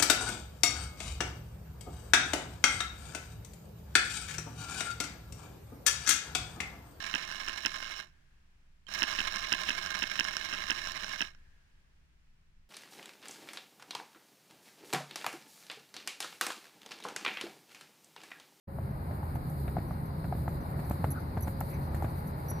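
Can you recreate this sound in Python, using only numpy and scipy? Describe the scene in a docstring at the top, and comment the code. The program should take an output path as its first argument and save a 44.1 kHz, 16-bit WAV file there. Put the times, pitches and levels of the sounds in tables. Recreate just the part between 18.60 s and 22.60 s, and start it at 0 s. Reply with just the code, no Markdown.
"""Hoofbeats on damp sand: a horse canters across an arena, drawing nearer to a stereo microphone.
Each hoof gives a hollow clop of trapped air, a low thud from the ground, a crunch and a spray of sand.
The bit's rings jingle with the stride, buckles click, and two soft scuffs pass between the beats.
Farther off lie a low rumble, airy wind in the trees, a thin hiss, distant insects and a faint hum."""
import sys
import numpy as np
from scipy.fft import rfft, irfft, next_fast_len
from scipy.io import wavfile
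from scipy.ndimage import map_coordinates

SR = 44100
rng = np.random.default_rng(int(sys.argv[2]) if len(sys.argv) > 2 else 0)


def to_wav(sig):
    """Store sig (one row per channel, or 1-D mono) as 16-bit WAV at the path in sys.argv[1].

    Samples outside -1..1 are clipped; the rate is SR.
    """
    pcm = np.clip(np.atleast_2d(sig), -1, 1) * 32767
    pcm = np.round(pcm).astype(np.int16)
    wavfile.write(sys.argv[1], SR, pcm.T)  # frames by channels


N = 176400
TIME = np.arange(N) / SR
IMPACT_RISE_S, RING_RISE_S = 0.00046, 0.0007
CHATTER_RATE = 160  # changes a second as the rings knock against each other

# the ambience around the arena: (time [s], rumble level [dB], wind level [dB])
AMBIENCE_LEVELS = [(.08, -41, -53), (.25, -37.5, -48), (.65, -36.5, -46), (1.0, -34.5, -47),
                   (1.42, -36, -46), (1.7, -35, -47), (2.1, -35, -44.5), (2.7, -34.5, -45.5),
                   (2.9, -35.5, -46), (3.28, -35, -44.5), (3.52, -36.5, -44), (3.8, -35.5, -44.5),
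                   (4, -36.5, -43.5)]


def amp(db):
    return 10 ** (np.asarray(db) / 20)


def unit(x):
    return x / np.sqrt(np.mean(x ** 2) + 1e-20)


def along(points, hz):
    """Interpolate (frequency, value) points on a log axis."""
    f, v = np.transpose(points)
    return np.interp(np.log(hz + 1), np.log(f + 1), v)


def over_time(points, column=1):
    """One column of a timed table, interpolated over the whole scene."""
    columns = np.transpose(points)
    return np.interp(TIME, columns[0], columns[column])


def wobble(rate, size=N):
    """A smooth random curve with `rate` knots a second."""
    return map_coordinates(rng.standard_normal(1000), [np.arange(size) * rate / SR], mode="wrap")


def filtered(x, response):
    """Shape x by a frequency response."""
    size = next_fast_len(N + SR // 2)
    return irfft(rfft(x, size) * response(np.fft.rfftfreq(size, 1 / SR)), size)[..., :N]


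def noise(spectrum):
    """Coloured stereo noise of rms 1, near mono in the bass."""
    # likeness of the microphone's two sides: (frequency [Hz], correlation [0-1])
    likeness = [(60, 0.99), (150, 0.97), (330, 0.96), (500, 1), (800, 0.18), (1100, 0.72), (1500, 0.35),
                (2150, 0.33), (3200, 0.27), (5000, 0.055), (13000, 0.018)]

    def mid_side_gains(hz):
        angle = np.arccos(np.clip(along(likeness, hz), -1, 1)) / 2
        return amp(along(spectrum, hz)) * [np.cos(angle), np.sin(angle)]

    mid, side = filtered(rng.standard_normal((2, N)), mid_side_gains)
    return unit(np.array([mid + side, mid - side]))


def fade(t, rise, t60):
    """A smooth rise and an exponential decay, both given in seconds."""
    return (1 - np.exp(-(t / rise) ** 2)) * np.exp(-np.log(1000) * t / t60)


def add(track, s, sound):
    """Mix a sound into a track at s seconds."""
    part = track[..., round(s * SR):][..., :sound.shape[-1]]
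    part += sound[..., :part.shape[-1]]


def hoofs():
    """Air trapped under the hoof pops, the ground thuds, sand crunches and scatters."""
    # hoof contacts: (time [s], clop [dB], pitch [Hz], clop t60 [s], thud [dB], crunch [dB], spray [dB])
    contacts = [(0.1862, -29.5, 640, 0.024, -28, -64, -83), (0.5099, -35.5, 573, 0.041, -28, -46.5, -68),
                (0.6296, -33, 830, 0.03, -34, -55, -79), (0.756, -28, 800, 0.011, -30.5, -45, -64),
                (1.079, -47, 610, 0.01, -30, -36.5, -77), (1.1677, -19.5, 732, 0.024, -42, -39, -70),
                (1.1839, -53, 900, 0.011, -19.5, -44, -77), (1.309, -22, 670, 0.0095, -29, -45, -68),
                (1.6430, -32, 680, 0.0094, -44, -45, -69), (1.6515, -28, 810, 0.0072, -42, -55, -79),
                (1.7245, -21, 740, 0.026, -41, -45.5, -68), (1.751, -40, 890, .012, -23, -45, -74),
                (1.8792, -18.5, 740, 0.011, -29, -39.5, -55.5), (2.192, -32, 770, .012, -31, -41.5, -60),
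                (2.3105, -20.5, 690, 0.011, -18.5, -39.5, -52), (2.4425, -15, 787, 0.012, -20, -33, -56),
                (2.7683, -32, 910, 0.01, -25.5, -40, -64), (2.7735, -23, 700, 0.015, -19.5, -54, -70),
                (2.873, -27, 776, 0.016, -37, -38, -54), (2.88, -30.5, 804, 0.021, -21.5, -49, -71),
                (3.0104, -17, 763, 0.0092, -25.5, -41, -57), (3.3455, -37, 607, 0.015, -22, -39, -52.5),
                (3.4232, -22.5, 777, 0.023, -30, -44, -53), (3.4448, -24.5, 643, 0.015, -18.5, -38, -64),
                (3.915, -32.5, 790, 0.014, -23, -40.5, -63)]
    # sand crushed underfoot: (frequency [Hz], level [dB])
    crunch_spectrum = [(100, -30), (350, -3.5), (600, 18), (1000, -4.5), (1400, 3.5), (2200, 1),
                       (3000, -15), (4300, -13), (6000, -47), (15000, -52)]
    # sand thrown up: (frequency [Hz], level [dB])
    spray_spectrum = [(1000, -39), (3000, -13), (4400, -25), (5600, -17), (7500, -13), (9000, -14),
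                      (13000, -4), (14500, -15), (15200, -40)]
    smack_ratio, body_hz, thud_hz, ground_hz = 1.68, 301, 96.2, 76
    clops, thuds, crunch, spray = np.zeros((4, N))
    t = np.arange(SR // 3) / SR
    cycle = 2 * np.pi * t
    for s, clop_db, hz, t60, thud_db, crunch_db, spray_db in contacts:
        pop = np.sin(cycle * hz) * fade(t, IMPACT_RISE_S, t60)
        smack = np.sin(cycle * smack_ratio * hz) * fade(t, IMPACT_RISE_S, t60=0.025)
        # the horse's weight packs the sand just after the pop
        body = np.sin(cycle * body_hz * np.exp(0.073 * rng.normal())) * fade(t, rise=0.0021, t60=0.027)
        add(clops, s, amp(clop_db) * (pop + amp(-15) * smack + amp(-13) * body))
        blow = np.cos(cycle * thud_hz) * fade(t, IMPACT_RISE_S, t60=0.07)
        # the ground shakes on after the blow
        shake = np.cos(cycle * ground_hz * np.exp(0.043 * rng.normal())) * fade(t, rise=0.02, t60=0.3)
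        add(thuds, s, amp(thud_db) * (blow + amp(-15) * shake))
        add(crunch, s, amp(crunch_db) * fade(t, IMPACT_RISE_S, t60=0.059))
        add(spray, s, amp(spray_db) * fade(t, rise=0.00067, t60=0.15))
    grains = unit(amp(2.5 * wobble(240)))
    sand = grains * (crunch * noise(crunch_spectrum) + spray * noise(spray_spectrum))
    return thuds + clops + sand


def jingle(db, t60, favoured_hz):
    """One touch of the bit: the point of contact favours one ring, and each chatters in its own way."""
    # resonances of the bit's rings: (frequency [Hz], level [dB])
    modes = [(5955, -11), (6045, -14), (6885, -24), (8970, -36), (9990, -12), (11220, -1.5), (11390, -7),
             (11750, -3.5)]
    favour_db, favour_width_hz, chatter_db, scatter_hz = 8, 220, 3.5, 32
    t = np.arange(SR // 10) / SR
    hz, mode_db = np.transpose(modes)[:, :, None]
    mode_db = mode_db + favour_db * np.exp(-((hz - favoured_hz) / favour_width_hz) ** 2)
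    chatter = wobble(CHATTER_RATE, size=len(modes) * len(t)).reshape(len(modes), -1)
    start_phase = rng.uniform(0, 2 * np.pi, hz.shape) + rng.normal(0, 0.5, (2, len(modes), 1))
    pitch_hz = hz + rng.normal(0, scatter_hz, hz.shape)
    phase = 2 * np.pi * pitch_hz * t + start_phase + 0.7 * chatter[::-1]
    rings = amp(db + mode_db + chatter_db * chatter) * np.sin(phase)
    softness = min(amp(-55.5 - db), 1)  # weak touches are slides that swell more slowly
    return rings.sum(axis=1) * fade(t, RING_RISE_S + 0.0043 * softness, t60)


def free_ring(t, hz, db, t60):
    """A loose ring swings free and sings on."""
    level = amp(db + 2 * wobble(86, size=len(t)))
    phase = 2 * np.pi * hz * t + 0.43 * wobble(CHATTER_RATE, size=len(t))
    return level * np.sin(phase) * fade(t, RING_RISE_S, t60)


def tack():
    """The bit's rings sound anew at every touch and rattle loosely in between; buckles click dryly."""
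    # touches of the bit: (time [s], level [dB], t60 [s], favoured ring [Hz])
    touches = [(.303, -61, .06, 11200), (.748, -53, .06, 11750), (0.895, -52, 0.043, 11750),
               (1.275, -66, 0.13, 6000), (1.31, -69, 0.15, 6000), (1.454, -55, 0.078, 11750),
               (2.005, -59, 0.078, 6000), (2.243, -53, .045, 11750), (2.5047, -35.5, 0.035, 11200),
               (2.513, -43.5, 0.064, 11200), (2.599, -52.5, 0.054, 11500), (2.806, -45.5, 0.055, 11750),
               (2.823, -42, 0.067, 11670), (2.832, -47.5, 0.061, 5880), (3.095, -52, 0.12, 10000),
               (3.136, -53.5, 0.086, 6040), (3.672, -53, 0.097, 11750), (3.883, -49, .069, 11750),
               (3.898, -40, 0.071, 10000), (3.904, -39, 0.034, 11300)]
    # loose rattling of the rings: (time [s], level [dB])
    rattle_levels = [(.1, -98), (1.3, -92), (2.4, -77), (3.2, -70), (4, -76)]
    # buckle clicks: (time [s], level [dB], t60 [s])
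    buckles = [(2.2979, -32, .01), (3.005, -34.5, 0.029), (3.346, -53, .02)]
    # colour of a click: (frequency [Hz], level [dB])
    click_spectrum = [(2000, -21), (6000, -7), (9000, -9), (11500, 9), (14300, 6), (15200, -16)]
    rings, clicks = np.zeros((2, N)), np.zeros(N)
    t = np.arange(SR // 3) / SR
    for s, db, t60, favoured_hz in touches:
        add(rings, s, jingle(db, t60, favoured_hz))
        add(clicks, s, amp(db - 10) * fade(t, IMPACT_RISE_S, t60=0.031))
    for s in rng.uniform(0, N / SR, size=190):
        db = np.interp(s, *np.transpose(rattle_levels)) + rng.normal(0, 1.7)
        add(rings, s, jingle(db, t60=0.1, favoured_hz=6050))
    for s, db, t60 in buckles:
        add(clicks, s, amp(db) * fade(t, IMPACT_RISE_S, t60))
    add(rings, s=3.883, sound=free_ring(t, hz=5830, db=-53, t60=0.57))
    return rings + clicks * noise(click_spectrum)


def scuffs():
    """Brief narrow-band rasps swell and die between the hoofbeats."""
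    # soft rasps: (peak time [s], width [s], centre [Hz], level [dB])
    rasps = [(2.572, 0.027, 1360, -46), (3.14, 0.037, 2200, -55.5)]
    width_octaves = 0.28
    out = np.zeros((2, N))
    for s, width, centre_hz, db in rasps:
        white = rng.standard_normal((2, N))
        band = filtered(white, lambda hz: np.exp(-(np.log2((hz + 1) / centre_hz) / width_octaves) ** 2))
        swell = np.exp(-((TIME - s) / width) ** 2)
        out += amp(db) * swell * unit(band)
    return out


def rumble():
    """A low, gently wavering rumble lies under the arena."""
    # colour of the rumble: (frequency [Hz], level [dB])
    spectrum = [(15, -64), (30, -20), (40, -9), (50, -18), (66, -2.5), (84, -1), (108, -10), (142, -1.5),
                (185, -10.5), (250, -17), (400, -24.5), (800, -61), (2000, -100)]
    return amp(over_time(AMBIENCE_LEVELS, column=1) + 0.96 * wobble(12)) * noise(spectrum)


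def wind():
    """Wind rushes in the trees; its sound reaches the microphone's right side first."""
    # air through the trees: (frequency [Hz], level [dB])
    spectrum = [(100, -1), (300, 1.5), (480, 0.5), (820, 3), (1050, 0.5), (1450, -6.5), (1700, -9.5),
                (2150, -13.5), (2600, -22.5), (3200, -28.5), (4000, -46), (8000, -70)]
    left_lag_s = 0.00041
    air = amp(over_time(AMBIENCE_LEVELS, column=2) + 0.4 * wobble(4.02)) * noise(spectrum)
    return filtered(air, lambda hz: np.exp(1j * np.pi * left_lag_s * np.array([-hz, hz])))


def hiss():
    """A thin hiss flickers in the high treble."""
    # rise and fall of the hiss: (time [s], level [dB])
    levels = [(.08, -70.5), (.18, -64), (.45, -63), (.55, -61), (.82, -62), (.98, -59), (1.14, -60),
              (1.4, -62.5), (1.65, -60), (2.05, -61.5), (2.35, -56), (2.74, -62.5), (2.9, -58), (3.15, -58),
              (3.3, -61.5), (3.57, -57), (3.8, -61), (4, -59.5)]
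    # colour of the hiss: (frequency [Hz], level [dB])
    spectrum = [(5600, -20), (6300, -21.5), (7100, -5), (7900, -16.5), (8700, 4.5), (10300, 0), (12000, 6),
                (13200, 7.5), (14500, 0.5), (15100, -39)]
    return amp(over_time(levels) + 1.6 * wobble(25.07)) * noise(spectrum)


def insects():
    """Distant insects blend into one swelling band of noise."""
    # swell of the chorus: (time [s], level [dB])
    levels = [(.08, -77), (.25, -70.5), (.85, -67), (1.08, -65.5), (1.42, -68), (1.56, -64.5), (2.05, -66),
              (2.25, -64), (2.72, -66), (2.92, -64.5), (3.25, -66), (4, -66)]
    # the band they sing in: (frequency [Hz], level [dB])
    spectrum = [(2800, -45), (3400, -11.5), (4000, -0.5), (4600, -0.5), (5200, -7.5), (5700, -31)]
    return amp(over_time(levels) + 0.96 * wobble(20)) * noise(spectrum)


def hum():
    """One faint tone wavers in pitch and level."""
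    # rise and fall of the hum: (time [s], level [dB])
    levels = [(.2, -53.5), (.7, -63), (1.8, -55), (2.0, -56.5), (2.6, -59.5), (2.94, -50.5), (3.4, -57.5),
              (3.9, -64)]
    level = amp(over_time(levels) + 0.62 * wobble(5.76))
    pitch_hz = 549 + 2.44 * wobble(11)
    return level * np.sin(2 * np.pi * np.cumsum(pitch_hz) / SR)


def scene():
    """The horse in front, the arena's ambience behind."""
    horse = hoofs() + tack() + scuffs()
    return horse + rumble() + wind() + hiss() + insects() + hum()


def record(dry):
    """The microphone opens after a moment; its two sides differ in colour and cut the highest treble."""
    # tilt between the two sides: (frequency [Hz], left minus right [dB])
    balance = [(70, -0.7), (200, 0.5), (480, 2.5), (800, 2.5), (1400, 2), (3000, 2), (3800, 4.5),
               (5000, -1), (7200, 9), (9000, 1.5), (11500, -2), (15000, -1)]
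    start_s, fade_in_s, top_hz = 0.073, 0.011, 15200
    opening = np.clip((TIME - start_s) / fade_in_s, 0, 1)
    return filtered(dry * opening, lambda hz: amp(along(balance, hz) * [[.5], [-.5]]) * (hz < top_hz))


dry = scene()
out = record(dry)
to_wav(out)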